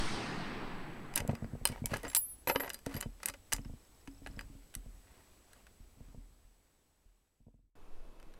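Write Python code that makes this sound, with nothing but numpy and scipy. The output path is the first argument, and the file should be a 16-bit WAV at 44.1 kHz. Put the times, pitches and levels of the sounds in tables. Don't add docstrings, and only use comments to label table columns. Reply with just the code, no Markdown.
import sys
import numpy as np
from scipy import signal
from scipy.io import wavfile
from scipy.ndimage import uniform_filter1d

SR = 44100
rng = np.random.default_rng(int(sys.argv[2]) if len(sys.argv) > 2 else 0)


def unload_wav(signal):
    wavfile.write(
        sys.argv[1],
        SR,
        np.round(np.clip(np.atleast_2d(signal).T, -1, 1) * 32767).astype(np.int16),
    )


N = 369999

# (start t/s, length/s, hiss level/dB, level of wood set droning/dB, share spent rising)
STROKES = [(1.157, 0.052, -40.5, -69.5, 0.19), (1.276, 0.09, -68, -53, 0.2),
           (1.677, 0.15, -56.5, -54.5, 0.13), (1.884, .12, -45.5, -64, 0.41), (1.967, .08, -59.5, -68, .4),
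           (2.029, .08, -56, -44, 0.15), (2.483, 0.039, -39, -41, 0.099), (2.599, 0.13, -67, -47.5, 0.22),
           (2.7, .11, -62, -81, .3), (2.848, 0.22, -53, -54.5, 0.43), (3.2, 0.09, -67, -106, 0.26),
           (3.24, 0.069, -54.5, -112, 0.31), (3.556, 0.2, -89, -90.5, 0.13), (4.202, 0.29, -73, -68, 0.67),
           (5.003, 0.32, -77, -71.5, 0.45), (5.46, 0.21, -74, -72, 0.48), (5.933, 0.3, -78, -81, 0.39)]
# (f/Hz, relative level/dB, t60/s)
KNOCK_MODES = [(480, -13.5, 0.053), (562, -4, 0.014), (680, -6.5, 0.02), (920, -8, 0.023), (1920, -11, .03)]
FADE_S, NEW_S = 5.28, 7.754


def amp(db):
    return 10 ** (np.asarray(db) / 20)


def evened(x):
    return x / np.sqrt(np.mean(x ** 2) + 1e-20)


def read(points, hz):
    f, value = np.transpose(points)
    return np.interp(np.log(hz + 1), np.log(f + 1), value)


def follow(rows, t, off_db=-140):
    s, db = np.transpose(rows)
    return np.interp(t, s, db, left=off_db, right=off_db)


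def swell(t, s, length, rising):
    peak_s = s + np.clip(rising, .02, .98) * length
    return np.interp(t, [s, peak_s, s + length], [0, 1, 0])


def fade(t):
    return np.clip((NEW_S - t) / (NEW_S - FADE_S), 0, 1)


def add(mix, s, sound):
    part = mix[round(s * SR):][:len(sound)]
    part += sound[:len(part)]


def ring(modes, s, gains=1):
    hz, db, t60 = np.transpose(modes)[:, :, None]
    t = np.arange(round(s * SR)) / SR
    decay = amp(db - 60 * t / np.maximum(t60, .003))
    return (gains * decay * np.sin(2 * np.pi * hz * t)).sum(0)


def tones(rows, t):
    return sum(amp(db) * np.sqrt(2) * np.sin(2 * np.pi * f * t) for f, db in rows)


def noise(colour, patchy_db, loss=((1, 0), (2, 0)), lo_hz=0, hi_hz=22050):
    hop = 256
    frames, hz = N // hop + 5, np.fft.rfftfreq(1024, 1 / SR)
    real, imaginary, patches = rng.standard_normal((frames, 513, 3)).T
    patches = uniform_filter1d(patches, 10, 0)
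    patches = evened(uniform_filter1d(patches, 10, 1))
    spectra = (real + 1j * imaginary) * amp(read(colour, hz)[:, None] + patchy_db * patches)
    band = spectra[(hz >= lo_hz) & (hz < hi_hz)]
    spectra /= np.sqrt((abs(band) ** 2).sum(0).mean() * 3 / 4)
    spectra *= amp(-read(loss, hz)[:, None] * np.arange(frames) * hop / SR)
    return signal.istft(spectra, nperseg=1024, noverlap=768)[1][:N]


def action():
    # (t/s, chatter level over 10 ms/dB, tilt from dull to bright/dB,
    # t60/s, at least 3 ms, stretched in each band)
    clicks = [(1.1386, -53, -2, 0.013), (1.1546, -51, 5, 0.011), (1.1584, -26, 15, 0.0071),
              (1.164, -50, 8, 0.012), (1.176, -33.5, 2.5, 0.012), (1.182, -44, 0, 0.0097),
              (1.203, -42, -4, 0.013), (1.2765, -49, 9, 0.0061), (1.2942, -44, -24, 0.013),
              (1.352, -52, -2.5, 0.0081), (1.444, -56.5, -13, 0.0062), (1.6537, -20, 5, 0.0037),
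              (1.673, -36, 8.5, 0.012), (1.6881, -48, 2, 0.011), (1.7194, -56, 0, 0.0094),
              (1.7598, -55, -21, 0.0054), (1.7769, -59, -19, 0.011), (1.8579, -33.5, 10, 0.0051),
              (1.8673, -52.5, -2, 0.021), (1.9349, -42, -25, 0.018), (1.9385, -38.5, -5.5, 0.015),
              (1.96, -47, -13, 0.011), (1.969, -48, 10, 0.01), (2.0322, -51.5, 6, 0.0095),
              (2.0502, -46.5, -8.5, 0.014), (2.0801, -54, 1, 0.011), (2.0996, -48, 3, 0.015),
              (2.1152, -55, -3, 0.024), (2.132, -53, -3, 0.019), (2.1487, -24, 9, 0.013),
              (2.159, -34, 9, 0.013), (2.1627, -37, 25, 0.0086), (2.1659, -30, 5.5, 0.0064),
              (2.4731, -36.5, -7.5, 0.012), (2.4849, -43, -8, 0.0065), (2.498, -29.5, -9, 0.014),
              (2.5107, -41, -20, 0.015), (2.55, -47, -26, 0.011), (2.5583, -31, -11.5, 0.014),
              (2.5983, -47, -8, 0.015), (2.6047, -41, -9.5, 0.01), (2.6345, -47, -11, 0.0099),
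              (2.6453, -48, -19, 0.012), (2.6772, -48, -9, 0.017), (2.6942, -49, 20, 0.0068),
              (2.7016, -41.5, -0.5, 0.0077), (2.7334, -49, 17, 0.011), (2.7436, -44, 6, 0.0092),
              (2.7897, -62.5, 0, 0.0091), (2.8621, -45.5, -0.5, 0.024), (2.9424, -52.5, 0, 0.017),
              (2.9547, -54, 4, 0.0085), (2.965, -51, -0.5, 0.013), (2.974, -57, 0, 0.011),
              (3.0057, -50, 8, 0.015), (3.0105, -38, 9, 0.0042), (3.0255, -45, -3.5, 0.022),
              (3.2018, -64, -8, 0.012), (3.231, -43.5, -0.5, 0.017), (3.258, -30.5, 11.5, 0.0064),
              (3.277, -51, 1, 0.013), (3.2846, -38, 4, 0.022), (3.2981, -45, -1.5, 0.014),
              (3.3383, -52.5, -4, 0.028), (3.5209, -40, -2.5, 0.011), (3.5261, -33, 0.5, 0.014),
              (3.5332, -28, 8.5, 0.01), (3.5455, -52.5, -9, 0.015), (3.5637, -49.5, 3.5, 0.012),
              (3.5824, -58, -17, 0.013), (3.648, -61.5, -8, 0.023), (4.0746, -54, -6, 0.015),
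              (4.2625, -48.5, -10.5, 0.014), (4.2712, -52, -4, 0.013), (4.3918, -44, -7, 0.0062),
              (4.4096, -53, -3, 0.01), (4.7404, -57, 0.5, 0.021), (4.751, -42, 8.5, 0.01),
              (5.5316, -60.5, 4, 0.013), (5.6677, -61.5, -4, 0.014), (8.199, -65.5, -1, 0.011),
              (8.2277, -63.5, -4, 0.0062), (8.3383, -67.5, -2, 0.013)]
    # (f/Hz, relative level/dB, t60/s)
    body_modes = [(564.5, 3, 0.054), (950, 3, 0.023), (1268, -9, 0.028), (1702, -2.5, 0.028),
                  (2076, 4.5, 0.014), (2610, -3.5, 0.02), (3033, 3.5, 0.024), (3350, 1.5, 0.0044),
                  (4150, -4, 0.036), (4920, -0.5, 0.042), (6230, -1.5, 0.013), (6730, -11.5, 0.002),
                  (8970, 6, 0.021), (11050, -0.5, 0.017), (11800, -2, 0.027)]
    bass_db, bass_tilt = -11, 1.7
    middle_db = 0.5
    ring_db, ring_spread_db = -6.5, 4.5
    edges_hz = ((450, 1000), (1000, 2500), (2500, 7000), (7000, 12600))
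    lasts = np.array([[2.1], [1.8], [1.2], [1.0]])
    out, t = np.zeros(N), np.arange(2000) / SR
    bands = [signal.butter(2, edges, "band", fs=SR, output="sos") for edges in edges_hz]
    modes = np.array([ring([mode], .08) for mode in body_modes])
    for s, db, tilt_db, t60 in list(clicks) + catches():
        raw = rng.standard_normal((4, len(t) + 200))
        grit = np.array([signal.sosfilt(band, v) for band, v in zip(bands, raw)])[:, 200:]
        attack = np.minimum(t / 0.00061, 1)
        chatter = grit * amp(-60 * t / (max(t60, .003) * lasts)) * attack
        chatter *= np.sqrt(SR / 100) / np.linalg.norm(chatter, axis=1, keepdims=True)
        shares = amp([bass_db - bass_tilt * tilt_db, -tilt_db, middle_db, tilt_db])
        contact = amp(db) * shares / np.linalg.norm(shares) @ chatter
        body = amp(ring_spread_db * rng.standard_normal(len(modes))) @ modes
        add(out, s, contact)
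        add(out, s, amp(ring_db) * signal.fftconvolve(contact, body / np.linalg.norm(body)))
    return out


def catches():
    per_s, t60 = 130, 0.019
    grit_db, spread_db, tilt_db = -9, 5.5, -6
    rows = []
    for s, length, hiss_db, wood_db, rising in STROKES:
        for step, (late, size, tone) in enumerate(rng.random((50, 3))):
            at = s + (step + late) / per_s
            level_db = max(hiss_db, wood_db) + grit_db + spread_db * (2 * size - 1)
            level_db += 20 * np.log10(swell(at, s, length, rising) + 0.085)
            if at < s + length:
                rows.append((at, level_db, tilt_db + 4 * (2 * tone - 1), t60))
    return rows


def case():
    # (t/s, ringing length/s, level/dB, where)
    case_hits = [(2.081, 0.1, -47.5, "held"), (2.161, 0.28, -28, "air"), (2.474, 0.035, -34.5, "bench"),
                 (2.512, 0.084, -39.5, "bench"), (2.6, 0.038, -39, "bench"), (2.625, .05, -49, "bench")]
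    case_hz = [7548, 10698, 12258, 14958]
    case_t60 = [0.13, 0.41, 0.33, 0.29]
    place_db = {"held": [4.5, -1.5, -16, -10], "air": [-3, 4.5, 4.5, 1.5], "bench": [-12, -7, 2.2, -19.5]}
    rise_s = {"held": .0006, "air": .012, "bench": .0006}
    lobes = [(1.6, -0.052), (1.2, .03), (0.57, .12), (.52, .01)]
    turns_per_s = 5
    away_m_s, pull_m_s2, sound_m_s = .6, 6.5, 343
    out = np.zeros(N)
    cycles, offset = np.transpose(lobes)[:, :, None]
    hz, t60 = np.array([case_hz, case_t60])[:, :, None]
    for s, length, db, where in case_hits:
        t = np.arange(round(length * SR)) / SR
        facing, heard = 1, t
        if where == "air":
            facing = .2 + np.cos(2 * np.pi * (turns_per_s * t * cycles + offset))
            distance_m = away_m_s * t - pull_m_s2 * t ** 2 / 2
            heard = t - distance_m / sound_m_s
        modes = amp(db + np.c_[place_db[where]] - 60 * t / t60) * np.sin(2 * np.pi * hz * heard)
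        edges = np.minimum(np.minimum(t / rise_s[where], 1), (length - t) / .006)
        add(out, s, (facing * modes).sum(0) * edges)
    return out


def bench():
    # (t/s, level of the boards/dB, direction +-1,
    # then against the boards: hard knock/dB, sway of the legs/dB, hollow/dB)
    thumps = [(1.201, -27, 1, -6, -16, -30), (1.219, -30.5, -1, -1, -19, -27),
              (1.2496, -33, -1, 3.5, -15, -14), (1.2863, -24, 1, -7.5, -25, -24),
              (1.2919, -14, 1, -6, -39, -27), (1.3317, -23, -1, -4, -30, -38),
              (1.4236, -23, 1, -10, -22, -33), (1.444, -26, -1, -8, -21, -31),
              (1.5332, -24.5, 1, -13, -22, -28), (1.552, -34.5, -1, 2, -22, -24),
              (1.6133, -33, 1, -6, -9, -24), (1.6975, -25.5, 1, -12, -22, -29),
              (1.7153, -32, -1, -17, -13, -29), (1.8188, -23, 1, -30, -25, -39),
              (1.8415, -26, -1, -3, -15.5, -31), (1.9188, -23, 1, -14, -25, -29),
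              (1.9411, -25, -1, -2, -24, -27), (2.0503, -49, 1, 7, -11.5, 0),
              (2.4774, -48.5, -1, 16, -27, -4), (2.5583, -49.5, 1, 3, -20, 10.5),
              (2.597, -56, -1, 20, -19, -9), (2.8673, -32.5, -1, 9.5, -15, -9),
              (2.9481, -24.5, 1, -13, -30, -32), (2.9659, -28, -1, -7, -19, -34),
              (3.0589, -25, 1, -8, -15, -36), (3.291, -42.5, 1, -13, -9, -16),
              (3.534, -35, 1, -5, -2.5, -16), (3.5913, -30, 1, -9, -17, -24),
              (3.657, -31, 1, -26, -11.5, -28), (3.6968, -35.5, 1, -6.5, -2.5, -22),
              (3.7352, -35, 1, -9, -9, -27), (4.0787, -46.5, -1, -14.5, -1, -1),
              (4.2189, -48, 1, 1.5, -6, -7.5), (4.2699, -51, 1, -1, 3, -6), (4.3005, -38, 1, -9, -12, -15),
              (4.3715, -34, 1, -8, -13, -20), (4.4997, -40, 1, -18, -9.5, -18),
              (4.5514, -39.5, 1, -11, -18, -19), (4.7622, -36.5, 1, -19, -4, -23),
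              (4.8605, -39.5, 1, -8, -5.5, -30), (5.8005, -46, 1, -16, -2.5, -27),
              (5.9725, -49, -1, -10, -5, -17), (6.0054, -39, 1, -7, -8.5, -27),
              (6.0827, -46, 1, -12, -9, -18), (6.146, -41.5, 1, -1.5, -8, -18),
              (6.1755, -38.5, 1, -32.5, -7, -33), (6.4451, -60, 1, -5.5, 5.5, -29.5),
              (7.0551, -67, 1, 0, 10.5, -24), (7.4036, -51, -1, -12, -11.5, -27),
              (7.4668, -41.5, 1, -12, -22, -31.5), (7.4827, -53.5, -1, 4, -15, -26.5),
              (7.5414, -48.5, 1, -9.5, -16, -25.5), (7.591, -56.5, 1, -9, -13.5, -23)]
    # (f/Hz, relative level/dB, t60/s)
    board_modes = [(100, -4.5, 0.029), (143, -10, 0.053), (231, -8, 0.079)]
    # (f/Hz, relative level/dB, t60/s)
    sway_modes = [(40, 0.5, .5), (70.5, -4.5, .16)]
    # (f/Hz, relative level/dB, t60/s)
    hollow_modes = [(276, 5, 0.23), (300, -5, 0.093)]
    rings = np.array([ring(modes, 0.84) for modes in (board_modes, sway_modes, hollow_modes, KNOCK_MODES)])
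    rings[0] = signal.lfilter(*signal.butter(2, 85, "high", fs=SR), rings[0])
    for k, push_s in enumerate((0.0028, .008, 0.0015, 0.0015)):
        push = signal.windows.hann(round(push_s * SR))
        rings[k] = np.convolve(rings[k], push / push.sum())[:rings.shape[1]]
    out = np.zeros(N)
    for s, db, way, hard_db, sway_db, hollow_db in thumps:
        gains = amp(db) * np.r_[1, amp([sway_db, hollow_db, hard_db])]
        add(out, s, np.sign(way) * gains @ rings)
        for late, size in rng.random((3, 2)):
            rebound = gains[[0, 2, 3]] @ rings[[0, 2, 3], :8000]
            add(out, s + 0.0097 + 0.02 * late, 0.13 * (2 * size - 1) * rebound)
    return out


def small_parts():
    # (t/s, level/dB, added to the mode's)
    round_hits = [(2.734, -50), (2.745, -51), (2.79, -61), (2.944, -49), (2.966, -42), (2.974, -45),
                  (3.285, -51)]
    # (f/Hz, relative level/dB, t60/s)
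    round_modes = [(4830, -3, 0.12), (11630, 2.5, .05)]
    # (t/s, level/dB, added to the mode's)
    ticks = [(3.6162, -61), (3.648, -56), (3.68, -68), (3.7299, -67), (3.7968, -65.5), (3.8501, -65),
             (3.9476, -66), (4.0138, -65), (4.1135, -64), (4.147, -64), (4.1799, -64.5), (4.2467, -65),
             (4.3126, -59), (4.365, -58)]
    # (f/Hz, relative level/dB, t60/s)
    tick_modes = [(5270, 4.5, .016)]
    # (t/s, level/dB, added to the mode's)
    spring_hits = [(1.725, -49.5), (1.842, -48.5)]
    # (f/Hz, relative level/dB, t60/s)
    spring_modes = [(2270, -1, 0.11)]
    out = np.zeros(N)
    for hits, modes in ((round_hits, round_modes), (ticks, tick_modes), (spring_hits, spring_modes)):
        for s, db in hits:
            add(out, s, amp(db) * ring(modes, .2))
    return out


def slide(t):
    # (f/Hz, relative level per Hz/dB)
    slide_colour = [(120, -32), (200, 1), (366, -8.5), (569, -10.5), (683, -10.5), (1910, -13.5),
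                    (7410, -27), (8120, -24), (16000, -33.5)]
    rustle_db, rustle_s = -74.5, 1
    hiss = amp(rustle_db) * fade(t) * np.clip(t - rustle_s, 0, 1)
    drone = np.zeros(N)
    for s, length, hiss_db, wood_db, rising in STROKES:
        stroke = swell(t, s, length, rising)
        hiss = hiss + amp(hiss_db) * stroke
        drone = drone + amp(wood_db) * stroke
    jerks = amp(2.3 * evened(uniform_filter1d(rng.standard_normal(N), 90)))
    grit = rng.standard_normal(N) * (rng.random(N) < .02)
    wood = evened(signal.oaconvolve(grit, ring(KNOCK_MODES, .04))[:N])
    return jerks * (hiss * noise(slide_colour, 2, lo_hz=568, hi_hz=6144) + drone * wood)


def rumble(t):
    # (t/s, level/dB)
    rumble_level = [(1.2, -56), (2.03, -50), (2.27, -57), (2.97, -59.5), (4.01, -64), (4.37, -48),
                    (4.62, -63), (4.96, -55.5), (5.2, -66), (5.8, -66), (6.16, -55), (6.58, -76),
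                    (7.37, -77), (7.7, -69)]
    # (f/Hz, relative level per Hz/dB)
    rumble_colour = [(15, -9.5), (35, 5), (70, -1.5), (130, -12), (280, -18), (600, -36.5), (1200, -50.5)]
    lumps = evened(uniform_filter1d(rng.standard_normal(N), 1500))
    return amp(follow(rumble_level, t) + 2.0 * lumps) * noise(rumble_colour, 1.0, hi_hz=250)


def surroundings(x):
    t = np.arange(round(.3 * SR)) / SR
    reflections = rng.choice([-1., 1.], len(t)) * (rng.random(len(t)) < .1)
    decay = amp(-60 * t / 0.11) + amp(-7.5 - 60 * t / 0.16)
    tail = reflections * decay * (t > .002)
    tail = signal.lfilter([1], [1, -.3], tail)
    return signal.oaconvolve(x, tail / np.linalg.norm(tail))[:N]


def echo(t):
    # (f/Hz, relative level per Hz/dB)
    echo_colour = [(41, -39.5), (70, -15), (124, 0.5), (307, -2.5), (579, -12.5), (797, -8), (2020, -10),
                   (3650, -16), (4690, -13.5), (7220, -24), (8660, -19), (11500, -37.5), (16000, -51)]
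    # (f/Hz, loss per s/dB)
    air_loss = [(500, 0), (2000, 5), (4000, 14), (8000, 38.5), (16000, 57)]
    start_db, fall_db, bend, end_s = -36.5, 8, 1.71, 2
    level = amp(start_db - fall_db * t ** bend) * (t < end_s)
    return level * noise(echo_colour, 1.5, air_loss, 300, 4900)


def wind(t):
    # (start t/s, length/s, level at the crest/dB, share spent rising)
    gusts = [(-.1, 0.29, -30, 0.38), (.18, 1.3, -42, 0.22), (7.743, 0.13, -47.5, 0.57),
             (7.845, 0.73, -43, 0.12)]
    slow = sum(np.sin(2 * np.pi * (f * t + rng.random())) for f in np.geomspace(5, 24, num=12))
    return evened(slow) * sum(amp(db) * swell(t, s, length, rising) for s, length, db, rising in gusts)


def background(t):
    # (f/Hz, relative level per Hz/dB)
    old_colour = [(20, 23), (60, 17), (130, 7), (300, 9), (700, 4), (1500, -2.5), (4000, -4), (9000, -5),
                  (15300, -8.5), (16500, -16.5)]
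    # (f/Hz, level over the hiss/dB)
    whine = [(7837.3, -6), (7897.2, -8)]
    # (f/Hz, relative level per Hz/dB)
    new_colour = [(24, -31), (40, -1.5), (65, -15), (324, -14), (497, -15), (1060, -22), (1940, -30),
                  (2690, -31), (5180, -38), (13500, -42.5), (16500, -53)]
    # (f/Hz, level/dB)
    hum = [(317.6, -75.5), (1087, -82), (2595, -84)]
    hiss_db, swell_db, swell_s, new_db = -72.5, -16, 0.1, -60
    old_level = amp(hiss_db + swell_db * np.exp(-t / swell_s)) * fade(t)
    old = old_level * (noise(old_colour, 0.86, lo_hz=8900, hi_hz=14600) + tones(whine, t))
    new = amp(new_db) * noise(new_colour, 0.79, lo_hz=100) + tones(hum, t)
    return np.where(t < NEW_S, old, new)


def scene():
    t = np.arange(N) / SR
    metal = action() + small_parts()
    near = metal + amp(-18.0) * surroundings(metal) + case() + bench() + slide(t) + rumble(t)
    return (near + echo(t) + wind(t) + background(t))[None]


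def record(dry):
    ceiling, edge_hz = .19, 16300
    held = ceiling * np.tanh(dry / ceiling)
    lowpass = signal.firwin(511, edge_hz, window=("kaiser", 9), fs=SR)
    return signal.oaconvolve(held, lowpass[None], "same")


dry = scene()
out = record(dry)
unload_wav(out)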